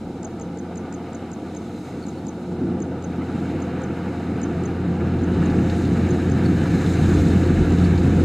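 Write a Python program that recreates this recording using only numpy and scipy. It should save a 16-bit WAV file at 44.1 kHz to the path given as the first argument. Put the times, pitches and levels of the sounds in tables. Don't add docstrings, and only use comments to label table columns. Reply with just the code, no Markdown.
import sys
import numpy as np
from scipy import signal
from scipy.io import wavfile

SR = 44100
rng = np.random.default_rng(int(sys.argv[2]) if len(sys.argv) > 2 else 0)


def magnitude_from_level(level_db):
    exponent = np.asarray(level_db, float) / 20
    return 10 ** exponent


def put_to_file(sound):
    columns = np.atleast_2d(sound).T
    safe = np.clip(columns, -1, 1)
    whole_steps = np.round(safe * 32767)
    wavfile.write(sys.argv[1], SR, whole_steps.astype(np.int16))


N = 363384
TIME_S = np.arange(N) / SR

FIRING_HZ, KNIFE_STROKES_PER_S = 86.87, 13.1
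# (multiple of firing rate [1], level re firing tone [dB])
ODD_ORDERS = [(.5, -33), (1.5, -15), (3, -16.5)]
# (multiple of firing rate [1], level re even level [dB])
EVEN_ORDERS = [(2, -12.), (6, -17.), (8, -24.)]
# (frequency [Hz], level re even level [dB])
FAN_TONES = [(177.4, -.5), (310, -13.), (354.8, -5), (474, -16.), (702, -24.), (1477, -34.)]
# (centre time [s], length [s], rise [dB])
SWELLS = [(1.05, .3, 3.), (3.65, .3, 9), (4.0, 0.47, 8.5), (5.3, .2, 2.5), (5.67, 0.18, 4), (7.45, .2, 3.)]

# (frequency [Hz], density [dB per Hz])
RUMBLE_SHAPE = [(22, -45), (45, -16.5), (72, -18), (110, -4.5), (200, 1), (330, 0), (420, -8)]
# (frequency [Hz], density [dB per Hz])
WORKS_SHAPE = [(400, 1), (540, -1), (720, -3.5), (1000, -10.5), (1500, -15.5), (2000, -23.5), (3200, -26)]
# (frequency [Hz], density [dB per Hz])
STRAW_SHAPE = [(3200, 1), (4200, -1), (5200, -7), (6500, -6.5), (8000, -10.5), (11000, -15), (15500, -23)]
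# (centre time [s], length [s], rise [dB])
GUSTS = [(.07, .15, 16), (.27, .12, 8.), (.44, .14, 17), (1.5, .3, 7), (2.0, .3, 4.), (2.53, .1, 7.),
         (3.9, .2, 4.), (5.4, .4, 7), (5.92, .25, 6.), (6.6, .2, 3.), (7.23, .3, 4.), (7.623, .2, 13),
         (7.9, .15, 6), (8.15, .2, 3)]

# (note start time [s], level [dB], tick re note [dB], tick lead [ms], note length [ms])
CHIPS = [(0.246, -41, 3, 14, 12.9), (0.4117, -46, 5, 13, 15), (0.5866, -49, 4, 12, 14),
         (0.7728, -45, 4, 14.5, 12.0), (0.94, -46, 7, 13, 12), (1.147, -47, 3, 14.4, 11),
         (1.3313, -47.5, 6, 14, 11), (1.564, -45, 4, 13.9, 13.3), (2.083, -47, 6, 14.8, 12.7),
         (2.283, -44.5, 6, 14, 13.5), (2.8194, -44, 2, 15.3, 11.9), (3.0402, -45, 1, 14.9, 12.3),
         (3.6189, -47.5, 0, 14.9, 12.5), (3.835, -46.5, 2, 15.9, 9.5), (4.4304, -41, 3, 13, 14),
         (4.6531, -43.5, 1, 14.7, 12.1), (5.2345, -51, 1, 14.3, 14), (5.4549, -46.5, 0, 16.6, 10.3),
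         (6.1044, -43.5, 2, 14.5, 13.4), (6.314, -43.5, 4, 14.5, 10), (6.9347, -46, -7, 17, 9.3),
         (7.1387, -48, -10, 15.8, 13.4), (7.7199, -47, 0, 14.6, 7.7)]
# (time [ms], frequency [Hz], level [dB])
TICK = [(-2.4, 4200, -24), (-1.8, 5300, -14), (-1.3, 6600, -6), (-.7, 7200, -1), (0, 7450, 0),
        (.9, 7050, -1.5), (1.5, 5900, -10), (2.2, 4600, -13), (3.8, 3900, -26)]
# (time [ms], frequency [Hz], level [dB])
UPSTROKE = [(-3.0, 4000, -24), (-2.0, 5000, -13), (-1.2, 6500, -8), (0, 8050, -5), (1.1, 7300, -5)]
# (time [s], left minus right [dB])
BIRD_PAN = [(0, 2), (2.3, 2.7), (3.2, .3), (5.3, -1.1), (8.24, -1.5)]
# (delay [s], level [dB])
BIRD_ECHOES = [(.018, -18.), (.026, -23.), (.038, -28.), (.057, -23.), (.071, -28.), (.088, -27.),
               (.11, -31.)]
NOTE_HZ = 6505
BIRD_LAG_MS = 0.034
TURN_DB_PER_S = 1.7

# (centre time [s], peak level [dB], frequency [Hz], length [ms])
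SQUEAKS = [(2.0277, -42, 4400, 4.), (2.0408, -43, 4380, 9.1), (2.185, -51, 4400, 18),
           (1.075, -52, 2100, 14.), (1.925, -47, 2050, 12.), (3.222, -44, 2040, 18.),
           (5.855, -43, 4310, 9.9), (6.4612, -35.5, 4400, 9.2), (7.850, -38, 4430, 13)]
# (time [s], peak level [dB])
CLANKS = [(5.345, -35), (5.5, -35), (5.698, -27.5), (5.8502, -34), (6.0627, -46), (6.4598, -44),
          (6.6539, -44), (6.8627, -30), (7.432, -33), (7.7299, -40), (7.785, -30), (7.8447, -31.5),
          (7.9774, -30), (8.2074, -41)]
# (frequency [Hz], level [dB], decay by 60 dB [s])
SHEET_MODES = [(1300, 1, 0.033), (2070, 4, 0.017), (2800, 13, 0.008), (3640, 6, 0.021), (4300, 0, 0.017),
               (4960, -3, 0.015), (6500, -10, 0.0059)]

# (time [s], level [dB])
NEARNESS = [(0, -53), (.6, -50), (1.1, -46.5), (1.6, -50.5), (1.9, -49.5), (2.35, -50.5), (2.75, -47),
            (3.05, -46.5), (3.3, -43.5), (3.72, -41.5), (4.25, -43), (4.55, -41.5), (4.95, -42), (5.5, -39),
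            (6.0, -40.5), (6.45, -38.5), (7.45, -38.5), (8.24, -40)]
# (time [s], level [dB])
FEED = [(0, -73), (.9, -73.5), (1.4, -71.5), (1.85, -67), (2.3, -71.5), (2.9, -75), (3.44, -67),
        (3.75, -70.5), (4.05, -69.5), (4.3, -69), (5.05, -69.5), (5.75, -61), (6.3, -63.5), (6.9, -58),
        (7.2, -57.5), (7.65, -60.5), (7.9, -60), (8.24, -61)]
# (time [s], level [dB])
LOAD = [(0, -32), (.6, -32), (1.3, -31.5), (2.45, -31), (2.62, -24), (2.8, -24), (2.95, -29.5),
        (3.55, -24.5), (3.85, -28), (4.45, -23.5), (4.9, -25.5), (5.1, -21.5), (5.45, -18.5), (6.3, -19.5),
        (6.85, -20), (7.25, -18), (7.78, -21), (8.24, -17.5)]
# (time [s], gain [dB])
BASS_STEPS = [(2.5, 6), (3.0, 0.62), (4.5, 4.), (5.0, 4), (6.0, 1.3), (7.0, 4)]
BASS_STEP_LENGTH_S = 0.035

# (level [dB], share of bass steps [dB/dB], of nearness [dB/dB], of feed [dB/dB], of load [dB/dB])
TONE, EVEN = (-41.5, 1.0145, 0.13, 0.05, 0.05), (-38, .5, -0.09, -0.0764, 0.4541)
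HULL, LOW = (-26, 0.0476, 0.06, -0.0431, 0.83), (-36.5, 0.3953, -0.03, 0.08, 0.8245)
DEEP = (-58.5, 1.1275, -0.17, 0.21, 0.04)
CASING, CHAIN = (-36, 0.0889, 0.16, .02, 0.08), (-45.5, 0.0522, 0.69, 0.0556, -0.02)
GUARD, KNIFE = (-52.5, 0.0343, 1.63, 0.11, 0.05), (-50, 0.011, 0.83, 0.41, -0.07)
RUSTLE, HISS = (-56.5, 0.0659, 0.12, 0.86, .02), (-61, 0.03, -0.1, 1.22, -0.01)
EDGE = (-70, 0.04, 0, 1.16, -0.16)
UPPER = (-.1, -0.04, .4, .02, .02)

# (frequency [Hz], width [Hz], gain [dB])
HOUSING = [(407.6, 50, -8), (2210, 135, 4.5), (3313, 540, -9.5), (3770, 650, 3.5), (5800, 500, -7),
           (6400, 700, 0.5), (8370, 350, -12), (10700, 450, 0.5),
           (592, 110, -15.), (1060, 240, -15.), (4560, 200, -9.)]
# (frequency [Hz], density [dB per Hz])
SELF_NOISE = [(300, -24), (1000, -14), (2000, 16), (4000, 11), (6000, 0), (9000, 4.5), (15500, -18)]
# (edge [Hz], shift by bass [Hz/dB], shift by feed [Hz/dB])
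WIDTH_LOW, WIDTH_HIGH, TOP = (1200, -57, 0), (16000, -400, 0), (15850, -90, 150)
WIDTH_LEAST_HZ = 9100


def rms_one(x):
    return x / np.sqrt(np.mean(x ** 2) + 1e-20)


def band_pass(x, low_hz, high_hz, order=2):
    return signal.sosfilt(signal.butter(order, [low_hz, high_hz], "band", fs=SR, output="sos"), x)


def in_time(rows):
    s, *columns = np.transpose(rows)
    return [np.interp(TIME_S, s, column) for column in columns]


def bumps(rows):
    return sum(db * np.exp(-(2 * (TIME_S - s) / length) ** 2) for s, length, db in rows)


def controls():
    bass = sum(db * np.clip((TIME_S - s) / BASS_STEP_LENGTH_S + .5, 0, 1) for s, db in BASS_STEPS)
    curves = [curve for rows in (NEARNESS, FEED, LOAD) for curve in in_time(rows)]
    return np.array([bass] + [curve - curve.mean() for curve in curves])


def levels(*parts):
    now = controls()
    return [db + np.array(shares) @ now for db, *shares in parts]


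def drift(rate_hz):
    r = np.exp(-80 * np.pi * rate_hz / SR)
    slow = signal.lfilter([1], [1, -2 * r, r * r], rng.standard_normal(N // 40 + 2002))[2000:]
    return np.interp(np.arange(N) / 40, np.arange(len(slow)), rms_one(slow))


def grains(per_s, spread_db):
    sizes = magnitude_from_level(spread_db * np.minimum(rng.exponential(1, N), 4))
    signs = rng.choice([-1, 1], N)
    return rms_one(sizes * signs * (rng.random(N) < per_s / SR))


def ring(clicks, hz, t60_s):
    r, w = magnitude_from_level(-60 / (t60_s * SR)), 2 * np.pi * hz / SR
    return signal.lfilter([0, np.sin(w)], [1, -2 * r * np.cos(w), r * r], clicks + 1e-18)


def bank(shape, drive, splits_hz, levels_db, shared_db, patchy_db, count):
    hz, density_db = np.transpose(shape)
    edges = np.geomspace(hz[0], hz[-1], count + 1)
    together = drift(6.1)
    groups = np.zeros((len(levels_db), N))
    for k, (low, high) in enumerate(zip(edges, edges[1:])):
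        band = band_pass(drive[k % 2], low, high)
        mid = np.sqrt(low * high)
        gain_db = np.interp(np.log(mid), np.log(hz), density_db)
        gain_db = gain_db + shared_db * together + patchy_db * drift(27.5)
        groups[np.searchsorted(splits_hz, mid)] += magnitude_from_level(gain_db) * band
    return sum(magnitude_from_level(db) * rms_one(group) for db, group in zip(levels_db, groups))


def diesel():
    tone_db, even_db, upper_db = levels(TONE, EVEN, UPPER)
    upper_db = upper_db + bumps(SWELLS) - 1.5
    turn = 2 * np.pi * np.cumsum(FIRING_HZ * (1 + 0.001514 * drift(1.525))) / SR
    out = magnitude_from_level(tone_db + 2.5 + 0.74 * drift(24.0)) * np.sin(turn)
    for orders, level_db in (ODD_ORDERS, tone_db), (EVEN_ORDERS, even_db):
        for order, db in orders:
            order_db = level_db + db + (order > 4) * upper_db + 5.5 + 3.1 * drift(10.4)
            out += magnitude_from_level(order_db) * np.sin(order * turn + 0.3 * drift(1.7) + rng.uniform(0, 6.72))
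    for hz, db in FAN_TONES:
        fan_db = even_db + db + (hz > 400) * upper_db + 2.6 + 3 * drift(5.0)
        out += magnitude_from_level(fan_db) * np.sin(turn * hz / FIRING_HZ + .55 * drift(4.0))
    return out


def rumble():
    hull_db, low_db, deep_db = levels(HULL, LOW, DEEP)
    levels_db = deep_db + bumps(GUSTS), low_db + 2.4, hull_db - .8
    return bank(RUMBLE_SHAPE, rng.standard_normal((2, N)), [85, 185], levels_db, 0.83, 0.22, count=11)


def works():
    casing_db, chain_db, guard_db, knife_db = levels(CASING, CHAIN, GUARD, KNIFE)
    stroke = magnitude_from_level(.75 * np.sin(2 * np.pi * KNIFE_STROKES_PER_S * TIME_S + .8 * drift(1.5)))
    drive = [stroke * (rng.standard_normal(N) + 0.38 * grains(1500., 2.2)) for _ in range(2)]
    levels_db = casing_db + 0.5, chain_db + 3.5, guard_db + 0.25, knife_db - .6
    roar = bank(WORKS_SHAPE, drive, [1050, 1560, 1900], levels_db, 0.74, 1.27, count=14)
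    taps = grains(200., 1.6) * magnitude_from_level(1.2 * drift(3.0))
    dealt = rng.integers(0, 20, N)
    links = np.zeros(N)
    for k, hz in enumerate(np.geomspace(750, 4300, 20)):
        links += ring(taps * (dealt == k), hz, 70. / hz) * (750 / hz) ** .9
    return roar + magnitude_from_level(chain_db - 7) * rms_one(links)


def straw():
    rustle_db, hiss_db, edge_db = levels(RUSTLE, HISS, EDGE)
    drive = [1.2 * rng.standard_normal(N) + 0.29 * grains(3000., 4.6) for _ in range(2)]
    levels_db = rustle_db + 0.5, hiss_db + 2.0, edge_db + .8
    stalks = bank(STRAW_SHAPE, drive, [5800, 8800], levels_db, 0.45, 1.1, count=11)
    return magnitude_from_level(0.55 * drift(18.0)) * stalks


def whistle(shape, lag_ms):
    ms, hz, db = np.transpose(shape)
    t = np.arange(round(.025 * SR)) * 1000 / SR - 4
    turn = 2 * np.pi * np.cumsum(np.interp(t, ms, hz)) / SR
    heard = t - lag_ms
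    inside = (heard > ms[0]) & (heard < ms[-1])
    return inside * magnitude_from_level(np.interp(heard, ms, db)) * np.sin(np.interp(heard, t, turn))


def bird():
    out = np.zeros((2, N))
    for s, db, tick_db, lead_ms, ms in CHIPS:
        hz = NOTE_HZ * (1 + 0.0053 * rng.standard_normal())
        upstroke = [(a, b, c - TURN_DB_PER_S * s) for a, b, c in UPSTROKE]
        fall = [(2.2, hz * 1.04, -1.5), (4, hz * 1.012, 0), (.6 * ms, hz * .99, -2.5),
                (ms - 1.5, hz * .97, -4), (ms + 1.5, hz * .966, -24)]
        tick_part = TICK, s - lead_ms / 1000, db + tick_db - 3.5
        note_part = upstroke + fall, s, db
        for side, lag_ms in enumerate((BIRD_LAG_MS, 0)):
            for shape, start_s, level_db in (tick_part, note_part):
                sound = whistle(shape, lag_ms)
                at = round((start_s - .004) * SR)
                out[side, at:at + len(sound)] += magnitude_from_level(level_db + 6.5) * sound
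    dull = band_pass(out, 6100, 6900)
    out += sum(magnitude_from_level(db) * np.roll(dull, round(s * SR), axis=1) for s, db in BIRD_ECHOES)
    pan_db, = in_time(BIRD_PAN)
    return out * magnitude_from_level(np.outer([.5, -.5], pan_db))


def squeaks():
    out = np.zeros(N)
    for s, db, hz, ms in SQUEAKS:
        swell = np.hanning(round(ms * 1.4 * SR / 1000))
        turn = 2 * np.pi * hz * np.arange(len(swell)) / SR
        at = round(s * SR) - len(swell) // 2
        out[at:at + len(swell)] += magnitude_from_level(db) * swell * (np.sin(turn) + magnitude_from_level(-15.5) * np.sin(2 * turn))
    return out


def clanks():
    at = [round(s * SR) for s, db in CLANKS]
    knock_db = np.array(CLANKS)[:, 1]
    sheet, shakes = np.zeros(N), np.zeros(N)
    for hz, mode_db, t60_s in SHEET_MODES:
        clicks = np.zeros(N)
        clicks[at] = magnitude_from_level(knock_db + mode_db - 14 + rng.normal(0, 2, len(at)))
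        sheet += ring(clicks, hz, t60_s)
    shakes[at] = magnitude_from_level(knock_db - 13.5)
    puff = signal.lfilter([1], [1, -magnitude_from_level(-60 / (.11 * SR))], shakes + 1e-18)
    chaff = band_pass(rng.standard_normal(N), 2600, 7500)
    knocks = sheet + puff * rms_one(chaff)
    return signal.sosfilt(signal.butter(4, 7500, fs=SR, output="sos"), knocks)


def housing(x):
    for hz, width_hz, db in HOUSING:
        r = np.exp(-np.pi * width_hz / SR)
        top = (1 - r * r) / 2 * np.array([1, 0, -1])
        bottom = [1, -(1 + r * r) * np.cos(2 * np.pi * hz / SR), r * r]
        x = x + (magnitude_from_level(db) - 1) * signal.lfilter(top, bottom, x)
    return x


def capsule_hiss():
    return bank(SELF_NOISE, rng.standard_normal((2, N)), [3000], (-61.5, -62.5), 0, 0, count=8)


def narrow(x):
    hz, s, both = signal.stft([x[0] + x[1], x[0] - x[1]], SR, nperseg=2048)
    frames, rows = len(s), hz[:, None]
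    now = controls()[::2, np.minimum(s * SR, N - 1).astype(int)]
    low_hz, high_hz, top_hz = [edge + np.array(moves) @ now for edge, *moves in (WIDTH_LOW, WIDTH_HIGH, TOP)]
    wobble = 2 ** (rng.standard_normal((2, frames)) * [[.22], [.07]])
    keep = np.ones(both.shape, bool)
    keep[1] = (rows > low_hz * wobble[0]) & (rows < np.maximum(high_hz * wobble[1], WIDTH_LEAST_HZ))
    for low in np.arange(3100, 8200, 460):
        band = (hz >= low) & (hz < low + 460)
        mid, side = np.sqrt(np.mean(abs(both[:, band]) ** 2, axis=1))
        keep[1, band] &= side > magnitude_from_level(-17.0 + 2.5 * rng.standard_normal(frames)) * mid
    ragged = top_hz + 320 * rng.standard_normal(frames)
    keep &= rows < ragged // 345 * 345 + 170
    odds = .3 * np.exp((rows - ragged) / [[[1500]], [[3000]]])
    keep &= np.repeat(rng.random((2, 129, frames)), 8, axis=1)[:, :len(hz)] > odds
    mid, side = signal.istft(both * ~keep, SR, nperseg=2048)[1][:, :N] / 2
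    return x - mid - side * [[1], [-1]]


def scene():
    machine = housing(diesel() + rumble() + works() + straw() + clanks()) + squeaks()
    late = np.pad(machine, (round(.031 * SR), 0))[:N]
    scattered = magnitude_from_level(-20.0) * band_pass(late, 900, 3000, order=1) + magnitude_from_level(-37) * late
    return machine + scattered * [[1], [-1]] + bird()


def top_cut(x):
    return signal.sosfilt(signal.butter(12, 15610, fs=SR, output="sos"), x)


def record(dry):
    hiss = np.array([capsule_hiss(), capsule_hiss()])
    return top_cut(narrow(dry + hiss))


dry = scene()
out = record(dry)
put_to_file(out)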